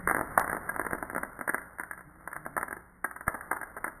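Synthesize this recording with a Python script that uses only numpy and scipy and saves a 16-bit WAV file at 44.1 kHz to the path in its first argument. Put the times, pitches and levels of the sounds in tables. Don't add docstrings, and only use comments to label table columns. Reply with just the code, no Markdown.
import sys
import numpy as np
from scipy import signal
from scipy.fft import rfft, irfft
from scipy.io import wavfile
from scipy.ndimage import uniform_filter1d

SR = 44100
rng = np.random.default_rng(int(sys.argv[2]) if len(sys.argv) > 2 else 0)


def dump_mix(stems):
    frames = np.atleast_2d(stems).T
    limited = np.clip(frames, -1, 1)
    pcm = np.round(limited * 32767).astype(np.int16)
    wavfile.write(sys.argv[1], SR, pcm)


N = 176400
T = np.arange(N) / SR
BAND_HZ = 2155
LEAD_IN_S = 0.008


def contacts():
    # start in seconds, relative level, bass and treble in dB, span of the re-strikes in ms.
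    arcs = [(0.0752, -19.0, -0.5, -0.5, 2.84), (0.0888, -25, -6.0, -0.5, 1.54),
            (0.0979, -22, -3, 2.5, 1.66), (0.112, -20.5, -0.5, -3.5, 1.93), (0.1258, -36, -2, 5.5, 2.1),
            (0.148, -22.5, 6, 1.5, 1.17), (0.1675, -24.5, 2, -1.5, 1.5), (0.184, -29.5, 1.5, -8, 1.22),
            (0.1929, -29.5, 10, -1.5, 0.72), (0.2118, -25, 6, -5, 1), (0.3779, -13.0, -7, -11, 3.15),
            (0.3973, -26.5, -5.5, -5, 3), (0.4125, -25.0, -8.5, -3.5, 4.2), (0.4448, -30, -0.5, -2, 2.17),
            (0.4785, -30.5, 0.0, 1.0, 1.2), (0.498, -26.5, 5.5, 5, 3.2), (0.5159, -32.5, 0.5, 6, 1.5),
            (0.5304, -26.0, 5, -2.5, 1.97), (0.5488, -31.0, 3, -5, 1.28), (0.5683, -31.0, 0.5, -2.5, 1.14),
            (0.6931, -26.5, -1, 3.0, 4.4), (0.7436, -39, 6, 2, 1.7), (0.7633, -29.5, 0.5, -3.5, 1.15),
            (0.7962, -24.0, 1.0, -5, 1.7), (0.8152, -31, 2, 2.0, 2), (0.8498, -31.5, 1.5, -5, 3.6),
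            (0.8669, -26.5, 5.5, 2.5, 1.54), (0.9101, -31.5, 2.5, -1.5, 4.8), (0.9249, -36, 1.5, 0, 1.73),
            (0.9328, -25.0, 4.5, 0, 1.16), (0.95, -33.0, 10.5, -6.5, 4.5), (0.9833, -39, -1.0, -1, 2.8),
            (1.0271, -28.5, 0.5, -6, 1.87), (1.0513, -42.5, 1.5, -1, 2.1), (1.1, -33.5, -1.0, 0, 0.65),
            (1.1114, -41.5, 7.5, 4.0, 2.3), (1.132, -37, 11, -11.5, 2.3), (1.1499, -30.5, 3, 0.5, 1.8),
            (1.1633, -25.5, 6, -1.0, 1.53), (1.1809, -28, 1, -2, 2.8), (1.234, -27.0, 5, 2, 2.23),
            (1.2499, -38.5, 6, -3.5, 1.2), (1.392, -36.5, 7, -1, 1.1), (1.412, -29.5, 6, 2.5, 1.6),
            (1.4784, -25.5, 2, 1.5, 1.87), (1.4934, -24, 3.5, 8, 2.33), (1.497, -24, 5, 8.5, 0.82),
            (1.5376, -36.0, 5.5, 2, 1.06), (1.5453, -23.0, 2.0, 3, 0.8), (1.5816, -33.0, -2.5, 9, 1.5),
            (1.6171, -39, -7.5, 3.5, 2.6), (1.786, -39.5, -0.5, 2, 1.7), (1.7985, -28.5, -2.0, 2.5, 1.76),
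            (1.8077, -37, -3, 1, 6), (1.8359, -34.5, -0.5, 7, 1.28), (1.912, -31.5, -3.5, 5, 1.15),
            (1.9342, -40, -7, 3, 2.1), (1.9775, -43.0, 0.0, 3.5, 2.9), (1.9927, -44.5, 2, 1.5, 3.36),
            (2.009, -43.5, -4, -0.5, 2.33), (2.2764, -32.5, -7, -4, 1.38), (2.316, -43.5, 0.0, 3, 2.4),
            (2.3307, -33.5, -12.5, 1.5, 2.6), (2.3582, -41.5, 0.5, -3, 3.44),
            (2.3644, -31.5, -9, -1.5, 0.99), (2.453, -42, 3.5, 7, 2.4), (2.4643, -31.0, 2.0, -5.0, 1.6),
            (2.5673, -25.5, 2, -0.5, 1.77), (2.579, -24.5, -4.5, -3.5, 1.3), (2.6127, -32.5, 0, 2.5, 2.1),
            (2.6303, -27.0, -2.5, 0, 1.67), (2.682, -36, -2, 0, 2.8), (2.71, -34.5, -3, -3.5, 1.37),
            (2.7283, -30.5, 3, 4, 1.77), (2.7679, -38.5, 10, 1, 3.14), (3.0452, -22.5, -3, 2, 4.35),
            (3.0615, -41.5, 0, 6.5, 2.6), (3.1126, -37.5, -12.5, -2, 2.2), (3.1632, -36.0, -13, -1.0, 4),
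            (3.2099, -35.5, -1.5, 2.5, 2.06), (3.2698, -39, 6.5, 6, 3.2), (3.2809, -19.5, -3, -2.5, 2.76),
            (3.3436, -32.5, -1, -5.5, 3.93), (3.3513, -33.5, -3, -4, 4.3), (3.4095, -36.5, -7.5, 8, 2.6),
            (3.5149, -21.5, -5.5, -4, 3.4), (3.5307, -28.5, -6, -8, 2.02), (3.5667, -32.5, -10, -4.5, 4.4),
            (3.6146, -32.5, -1.5, 2.5, 2.75), (3.632, -33.0, -3, 2, 3.95), (3.7675, -35, 1.5, -5.5, 4.75),
            (3.7753, -39, -4, -2, 5.1), (3.7841, -40, -3, -1, 2.5), (3.8443, -25, -4.5, 2.5, 1.97),
            (3.8673, -35.0, 7.5, -0.5, 3.4), (3.8801, -32.0, 3, 3.5, 2)]
    out = np.zeros(N)
    for start, *shape in arcs:
        add(out, start - LEAD_IN_S, arc(*shape))
    return out


def arc(db, bass_db, treble_db, length_ms, size=4096):
    # frequency in Hz, relative level of the snap there in dB.
    spectrum = [(40, -22), (110, -17), (200, -5), (310, -4.5), (480, -5), (700, -2), (1000, -1), (1300, 1),
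                (1650, 4.5), (2100, -5)]
    hz, length_s = freqs(size), length_ms / 1000
    clicks = signal.unit_impulse(size, int(LEAD_IN_S * SR))
    clicks += strikes(size, span_s=-0.0008 - 0.6 * length_s, db=-10.5, count=2)
    clicks += strikes(size, span_s=length_s, db=-3, count=4)
    tone_db = at_hz([(410, bass_db), (1030, 0), (1620, treble_db)], hz)
    snap = colour(evened(clicks), at_hz(spectrum, hz) + tone_db)
    snap *= np.sqrt(0.005 * SR / band_energy(snap))
    return from_db(db - 0.5) * bench(snap)


def strikes(size, span_s, db, count):
    when = LEAD_IN_S + span_s * (np.arange(count) + rng.uniform(0.3, 1, count)) / count
    heights = from_db(db) * rng.uniform(0.42, 1, count) * rng.choice([-1, 1], count)
    out = np.zeros(size)
    np.add.at(out, np.maximum(when * SR, 0).astype(int), heights)
    return out


def bench(snap, echo_s=0.003058, echo_db=-15, scatter_db=-8):
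    echo = np.roll(snap, int(echo_s * SR))
    tail = evened(dying_noise(t60_s=0.059, delay_s=0.0021, size=len(snap)))
    scatter = signal.fftconvolve(snap, tail)[:len(snap)]
    return snap + from_db(echo_db) * echo + from_db(scatter_db) * scatter


def mount(arcs):
    # resonance in Hz, gain in dB, seconds to die away by 60 dB.
    modes = [(314, -4, 0.16), (482, -2.5, 0.11), (655, -9, 0.17), (994, -6.5, 0.15), (1311, -8, 0.074),
             (1624, -14.5, 0.062)]
    out = np.zeros(N)
    for hz, db, t60_s in modes:
        radius = from_db(-60 / (t60_s * SR))
        feedforward = np.array([1, 0, -1]) * (1 - radius ** 2) / 2
        feedback = [1, -2 * radius * np.cos(2 * np.pi * hz / SR), radius ** 2]
        out += from_db(db) * signal.lfilter(feedforward, feedback, arcs + 1e-18)
    return out


def puffs(hz=45.3, t60_s=0.0066):
    # start in seconds, peak in dB.
    flares = [(0.376, -45), (0.798, -42), (0.9322, -25), (3.2810, -14.5)]
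    out, t = np.zeros(N), T[:SR // 10]
    for start, db in flares:
        add(out, start, from_db(db - 60 * t / t60_s) * np.cos(2 * np.pi * hz * t))
    return out


def sizzle(specks_per_s=1200, spread_db=1, sputter_db=1):
    # time in seconds, relative level in dB.
    levels = [(0.0, -45.5), (0.13, -50.5), (0.26, -40), (0.68, -39), (1.05, -47), (1.21, -46),
              (1.41, -47.5), (1.55, -52.5), (1.85, -50), (2.0, -59), (2.21, -50.5), (2.54, -53.5),
              (2.87, -57.5), (3.09, -63), (3.23, -52.5), (3.45, -44.5), (3.91, -50), (4.0, -57)]
    # frequency in Hz, relative level in dB.
    spectrum = [(60, -1), (250, -5), (600, -2.5), (1000, -1), (1450, 2.5), (2100, -9)]
    sizes = from_db(spread_db * np.minimum(rng.exponential(1, N), 5))
    signs = rng.choice([-1, 1], N)
    specks = sizes * signs * (rng.random(N) < specks_per_s / SR)
    level = from_db(in_time(levels) - 5 + sputter_db * waver(count=400))
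    return level * steady(specks, spectrum)


def rotor(waver_hz=6, waver_db=4, octave_db=-3.5):
    # time in seconds, pitch in Hz, level in dB.
    drone = [(1.901, 114, -80), (2.02, 134, -65), (2.101, 155.1, -62), (2.3, 157.4, -64.5),
             (2.43, 155, -63), (2.55, 143, -61), (2.699, 142, -85)]
    times, hz, db = np.transpose(drone)
    pitch = np.interp(T, times, hz) + waver_hz * waver()
    phase = 2 * np.pi * np.cumsum(pitch) / SR
    coasting = (T > times[0]) & (T < times[-1])
    level = from_db(np.interp(T, times, db) + waver_db * waver()) * coasting
    return np.sqrt(2) * level * (np.sin(phase) + from_db(octave_db) * np.sin(2 * phase))


def workshop(arcs, db=-8.5):
    # frequency in Hz, relative gain of the room in dB.
    spectrum = [(60, -2), (150, -2), (280, 0.5), (550, -2), (1000, -1), (1500, -3), (2100, -9.5)]
    echoes = dying_noise(t60_s=0.62, delay_s=0.0047, size=SR)
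    tail = colour(echoes, at_hz(spectrum, freqs(SR)))
    return from_db(db) * signal.fftconvolve(arcs, tail)[:N]


def supply_hum(hz=59.6, rms_db=-67, third_db=-66, waver_db=3):
    # time in seconds, lift of the third harmonic in dB.
    load = [(0, 21), (.07, 23), (.2, 5.5), (.6, 10), (1.3, -1), (2.1, -1), (3.1, -1), (4, -6.5)]
    phase = 2 * np.pi * (hz * T + rng.random())
    fundamental = from_db(rms_db + waver_db * waver()) * np.sin(phase)
    third = from_db(third_db + in_time(load) + waver_db * waver()) * np.sin(3 * phase)
    return np.sqrt(2) * (fundamental + third)


def rumble():
    # time in seconds, relative level in dB.
    levels = [(0.0, -48.5), (0.78, -56.5), (1.08, -55.5), (1.66, -67.5), (2.53, -60), (2.75, -65),
              (3.56, -65.5), (4.0, -59.5)]
    # frequency in Hz, relative level in dB.
    spectrum = [(15, -13), (28, 0), (42, 0), (75, -5), (160, -4.5), (320, -13), (700, -25.5), (2000, -15.5)]
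    return from_db(in_time(levels) + 3) * steady(rng.standard_normal(N), spectrum)


def from_db(db):
    return 10 ** (np.asarray(db) / 20)


def at_hz(points, hz):
    f, db = np.transpose(points)
    return np.interp(np.log(hz + 1), np.log(f), db)


def in_time(rows):
    return np.interp(T, *np.transpose(rows))


def freqs(size):
    return np.arange(size // 2 + 1) * SR / size


def colour(x, db):
    cepstrum = irfft(np.log(from_db(db)))
    cepstrum[1:len(x) // 2] *= 2
    cepstrum[len(x) // 2 + 1:] = 0
    return irfft(rfft(x) * np.exp(rfft(cepstrum)))


def evened(x, bins=37):
    smooth_power = uniform_filter1d(np.abs(rfft(x)) ** 2, bins)
    return colour(x, -10 * np.log10(smooth_power + 1e-9))


def band_energy(x):
    in_band = rfft(x)[freqs(len(x)) < BAND_HZ]
    return 2 * np.sum(np.abs(in_band) ** 2) / len(x) + 1e-20


def steady(x, spectrum):
    x = colour(x, at_hz(spectrum, freqs(N)))
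    return x * np.sqrt(N / band_energy(x))


def dying_noise(t60_s, delay_s, size):
    t = np.arange(size) / SR
    onset = np.clip(2 * t / delay_s - 1, 0, 1)
    x = rng.standard_normal(size) * from_db(-60 * t / t60_s) * onset
    return x / np.sqrt(np.sum(x ** 2))


def waver(count=80):
    return np.interp(T, np.linspace(0, T[-1], count), rng.standard_normal(count))


def add(out, start_s, x):
    i = int(start_s * SR)
    out[i:i + len(x)] += x[:max(N - i, 0)]


def scene():
    arcs = contacts()
    ringing_arcs = arcs + mount(arcs) + workshop(arcs)
    return (ringing_arcs + puffs() + sizzle() + rotor() + rumble() + supply_hum())[None]


def record(dry):
    edge_hz, leak_db, hold_samples, cutoff_hz = 460, -36, 4, 12900
    band = signal.firwin(int(4 * SR / edge_hz) | 1, BAND_HZ, fs=SR)
    leak = signal.lfilter(*signal.butter(2, BAND_HZ, fs=SR), dry[0])
    narrow = signal.fftconvolve(dry[0], band, "same") + from_db(leak_db) * leak
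    held = np.repeat(narrow[::hold_samples], hold_samples)[:N]
    add(held, 0.3963, from_db([-15.5]))
    top_cut = signal.firwin(301, cutoff_hz, fs=SR)
    return signal.fftconvolve(held, top_cut, "same")[None]


dry = scene()
out = record(dry)
dump_mix(out)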